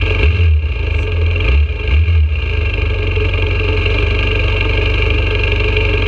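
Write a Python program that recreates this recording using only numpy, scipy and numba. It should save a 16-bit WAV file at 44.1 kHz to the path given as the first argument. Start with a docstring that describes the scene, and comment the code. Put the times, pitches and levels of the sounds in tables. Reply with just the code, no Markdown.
"""Pit bike on a starting grid

A small one-cylinder four-stroke bike idles and is revved three times; other bikes idle ahead.
Its valves and piston clatter, its exhaust puffs, and its shaking makes the fairing (the front
shell) boom. The limiter of a camera on that fairing turns everything down during the booms."""
import sys
import numpy as np
from scipy import signal
from scipy.fft import rfft, irfft, next_fast_len
from scipy.io import wavfile
from scipy.ndimage import uniform_filter1d, minimum_filter1d, map_coordinates
from numba import njit

SR = 44100
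rng = np.random.default_rng(int(sys.argv[2]) if len(sys.argv) > 2 else 0)


def wav_record(signal):
    """Record a signal, one row per channel, as 16-bit PCM in the file named by sys.argv[1]."""
    frames = np.transpose(np.atleast_2d(signal))
    bounded = np.clip(frames, -1, 1)
    # unit amplitude maps onto the largest positive 16-bit level
    quanta = np.round(bounded * 32767).astype(np.int16)
    wavfile.write(sys.argv[1], SR, quanta)


N = 267687
IDLE_HZ = 48  # usual idle in turns per second; "revs" is the speed divided by this


def amp(db):
    """Turn decibels into a gain."""
    return 10 ** (np.asarray(db) / 20)


def unit(x):
    """Scale x to an average (rms) level of 1."""
    return x / np.sqrt(np.mean(x ** 2) + 1e-20)


def clock():
    """Each sample's time in seconds."""
    return np.arange(N) / SR


def curve(rows):
    """Join (seconds, value) points with straight lines."""
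    return np.interp(clock(), *np.transpose(rows))


def lagged(x, seconds):
    """Follow x smoothly, a little late."""
    keep = np.exp(-1 / (seconds * SR))
    return signal.lfilter([1 - keep], [1, -keep], x)


def fading(impulses, decay):
    """Give each impulse a tail that falls 20 dB in decay seconds."""
    return signal.lfilter([1], [1, -10 ** (-1 / (decay * SR))], impulses)


def shaped(x, gain):
    """Filter x by gain(Hz), so that ringing comes after a hit, never before."""
    size = 2 * next_fast_len(N // 2 + SR // 4)
    hz = np.fft.rfftfreq(size, 1 / SR)
    cepstrum = irfft(np.log(np.maximum(gain(hz), 1e-6)))
    cepstrum[1:size // 2] *= 2
    cepstrum[size // 2 + 1:] = 0
    return irfft(rfft(x, size) * np.exp(rfft(cepstrum)))[:N]


def coloured(x, points):
    """Filter x along (Hz, dB) points; the result has level 1."""
    freqs, db = np.transpose(points)
    return unit(shaped(x, lambda hz: amp(np.interp(np.log(hz + 1), np.log(freqs), db))))


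def ringing(x, modes):
    """Let x ring (Hz, width in Hz, dB) resonances; the result has level 1."""
    def gain(hz):
        peaks = (amp(db) / (1 + (2 * (hz - centre) / width) ** 2) for centre, width, db in modes)
        return np.sqrt(sum(peak ** 2 for peak in peaks))
    return unit(shaped(x, gain))


def firings(turns, offset, uneven_db, scatter_db):
    """One impulse every second turn, offset turns after firing; strong and weak ones alternate."""
    cycles = (turns - 1 - offset) / 2
    at = np.flatnonzero(np.diff(np.floor(cycles)) > 0)
    strong = np.cos(np.pi * cycles[at])
    return np.bincount(at, amp(uneven_db * strong + scatter_db * rng.standard_normal(len(at))), N)


def other_bikes():
    """Three engines putter ahead, each at its own wandering speed, blurred by distance."""
    # Their tone from behind. Each row: frequency in Hz, relative level in dB.
    tone = [(30, -33), (110, -14), (280, -11), (550, 13), (800, -24.5), (1250, -6.5), (1900, -33),
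            (2600, -9), (5000, -31), (14000, -58.5)]
    total = np.zeros(N)
    for idle_hz in (51, 57, 63):
        drift = map_coordinates(rng.standard_normal(16), [clock() * 2])
        turns = np.cumsum(idle_hz * (1 + .03 * drift)) / SR
        pops = firings(turns, 0, uneven_db=-5.5, scatter_db=-0.5)
        total += amp(17) * pops + fading(pops, decay=.06) * rng.standard_normal(N)
    return amp(-35.5) * coloured(total, tone)


def hiss():
    """A short, thin hiss swells and stops as the first rev dies away."""
    # The hiss's tone. Each row: frequency in Hz, relative level in dB.
    tone = [(30, -100), (5000, -32), (5800, 1.5), (6700, -4), (8300, -6.5), (9500, -19.5), (14000, -25)]
    level_db = curve([(.8, -88), (.93, -57), (1.03, -47.5), (1.07, -66), (1.12, -100)])
    return amp(level_db) * coloured(rng.standard_normal(N), tone)


def crank(twist_s=.04, flywheel_s=.3, full_pull_hz=210):
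    """Each twist of the grip opens the throttle; the heavy flywheel speeds up late, then coasts."""
    # The twists. Each row: start in seconds, seconds until let go, opening from 0 to 1.
    twists = [(0.188, 0.108, 0.922), (1.399, 0.163, 0.325), (1.84, 0.189, 0.524)]
    # Speed with the throttle shut, sagging after revs. Each row: time in seconds, turns per second.
    idle = [(0.0, 46.78), (0.99, 41.94), (1.19, 37.59), (1.58, 45.74), (1.85, 35.84), (2.4, 40.33),
            (2.7, 40.21), (2.78, 45.93), (3.0, 43.33), (3.55, 46.02), (3.72, 44.75), (4.04, 49.08),
            (4.54, 47.17), (5.12, 49.64), (5.34, 47.19), (5.6, 48.49), (6.07, 46.72)]
    throttle = sum(opening * np.interp(clock() - start, [0, twist_s, held, held + twist_s], [0, 1, 1, 0])
                   for start, held, opening in twists)
    speed = curve(idle) + full_pull_hz * lagged(throttle, flywheel_s)
    return throttle, speed


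def intake(throttle):
    """Air roars through the airbox while the throttle is open."""
    return amp(-27) * throttle * ringing(rng.standard_normal(N), [(198, 92, -2), (302, 130, 0)])


def exhaust(turns, throttle, pop_db=23.5, flow_db=-11, rush_db=3.5):
    """Each firing gives a pop and a puff of swirling gas; an open throttle swells the puffs."""
    # Pipe and bodywork resonances. Each row: pitch in Hz, width in Hz, level in dB.
    pipe = [(150, 54, -17.5), (234, 28, -14), (301.1, 34.7, -8), (338, 180, -13), (427.1, 40.2, 1.5),
            (522, 86, -13), (621, 121, -17), (897.5, 81, -15), (1148, 175, -19), (1615, 78, -17.5)]
    pops = firings(turns, -.05, uneven_db=.4, scatter_db=.7)
    puffs = (fading(pops, decay=0.076) + amp(flow_db)) * rng.standard_normal(N)
    return ringing(amp(pop_db) * pops + amp(rush_db * throttle) * puffs, pipe)


def clatter(turns, knock_db, revs, level, dull_hz=2900):
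    """Valves and piston strike the case at fixed points in each cycle, over whirring chain and gears."""
    # The hits. Each row: turns after firing, level in dB, fade in seconds, hardness from 0 to 1.
    hits = [(-.48, 3.5, .004, .1), (-.35, 6, .003, 0.03), (-.21, -8.5, 0.002, 0.53), (-.11, 2, 0.011, 0.6),
            (0.15, -11.5, 0.082, 1), (0.66, -4.5, 0.017, 0.55), (0.851, -8, 0.0028, 0.1)]
    # Resonances of the case and of the piston. Each row: pitch in Hz, width in Hz, level in dB.
    case_modes = [(1225, 252, -11.5), (1631, 123, -8.5), (2190, 144, -6), (2424, 170, 1), (2716, 106, 2.5),
                  (2811, 173, -3), (3080, 185, -10), (3585, 65, -14.5), (3998, 594, -18),
                  (4970, 200, -26.5), (5850, 530, -34.5), (6450, 620, -36), (7500, 1700, -46),
                  (9600, 2700, -51.5)]
    piston_modes = [(2354, 157, 5), (2758, 170, 1.5), (3205, 210, -1), (4074, 623, -20)]
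    hard, soft = amp(-18), amp(-14)  # the steady whirr
    for offset, db, decay, hardness in hits:
        blow = amp(db) * fading(firings(turns, offset, uneven_db=-0.3, scatter_db=2.2), decay)
        hard += hardness * blow
        soft += (1 - hardness) * blow
    # the piston slaps the cylinder wall just before firing, harder at low speed, and rattles briefly
    slaps = amp(8.5) * revs ** -0.8 * firings(turns, -0.155, uneven_db=1.5, scatter_db=0.56)
    slaps += amp(-7) * fading(slaps, decay=0.0062) * rng.standard_normal(N)
    # soft hits leave the highest resonances alone
    lowpass = signal.butter(4, dull_hz, fs=SR, output="sos")
    dull = signal.sosfilt(lowpass, soft * rng.standard_normal(N))
    sharp = amp(knock_db) * (slaps + hard * rng.standard_normal(N))
    case = ringing(level * (dull + sharp), case_modes)
    piston = ringing(level * amp(knock_db) * slaps, piston_modes)
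    return case + amp(-9.5) * piston


def fairing(turns, revs, ring_hz=77.7, width_hz=3.8):
    """The piston shakes the bike once and twice a turn; the fairing rings on and throbs against it."""
    # Higher hums that emerge at speed. Each row: multiple of the engine speed, level at idle in dB.
    hums = [(2.5, -52), (3, -51), (4, -47), (5, -52)]
    angle = 2 * np.pi * (turns - 1)
    shake = amp(-19.5) * revs ** 2.54 * np.cos(angle) + amp(-24.0) * revs ** 3.7 * np.cos(2 * angle)
    # uneven firings kick the frame too, adding rumble between the tones
    kicks = amp(25.5) * firings(turns, 0, uneven_db=2.5, scatter_db=1.69)
    kicks = signal.sosfilt(signal.butter(2, [36, 160], "band", fs=SR, output="sos"), kicks)
    keep = np.exp(-np.pi * width_hz / SR)
    spring = [1, -2 * keep * np.cos(2 * np.pi * ring_hz / SR), keep * keep]
    boom = signal.lfilter([sum(spring)], spring, shake + kicks)
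    drone = revs ** 4 * sum(amp(db) * np.cos(multiple * angle) for multiple, db in hums)
    # no two turns are alike
    flutter_db = 2.5 * map_coordinates(rng.standard_normal(int(turns[-1]) + 2), [turns])
    return drone * amp(flutter_db) - boom


def scene():
    """Speed and throttle drive the near bike's sounds: faster and wider open is louder."""
    # How hard the fuel burns, lifting knock and exhaust. Each row: time in seconds, strength in dB.
    burn = [(0, 2), (.6, -0.5), (1.2, -3), (1.6, -1), (2.3, 1), (2.9, -1.5), (4, 1.5), (6.07, 1.7)]
    burn_db = curve(burn)
    knock_db = 0.5 * burn_db
    throttle, speed = crank()
    charge = lagged(throttle, seconds=.07)  # the cylinder takes a moment to fill
    turns = np.cumsum(speed) / SR
    revs = speed / IDLE_HZ
    metal = amp(-19.0) * clatter(turns, knock_db, revs, level=revs ** 1.3 * amp(3.0 * charge + knock_db))
    gas = amp(0.63 * burn_db - 22.0) * revs ** .4 * exhaust(turns, charge)
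    return (fairing(turns, revs) + metal + gas + intake(throttle) + other_bikes() + hiss())[None]


@njit
def recovering(needed, step):
    """The gain drops at once to what is needed and creeps back towards 1."""
    gain, now = np.empty_like(needed), 1.0
    for i in range(len(needed)):
        now = min(needed[i], now + (1 - now) * step)
        gain[i] = now
    return gain


def record(dry, ceiling_db=-7.5, release_s=0.39, top_hz=15000):
    """The camera's limiter turns loud moments down, holds and lets go; the highest treble is cut."""
    level = uniform_filter1d(np.abs(dry[0]), size=160)
    needed = amp(ceiling_db) / np.maximum(level, amp(ceiling_db))
    held = minimum_filter1d(needed, size=1801, origin=900, mode="nearest")
    gain = recovering(held, 1 / (release_s * SR))
    limited = dry * uniform_filter1d(gain, size=400)
    return signal.sosfilt(signal.butter(12, top_hz, fs=SR, output="sos"), limited)


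dry = scene()
out = record(dry)
wav_record(out)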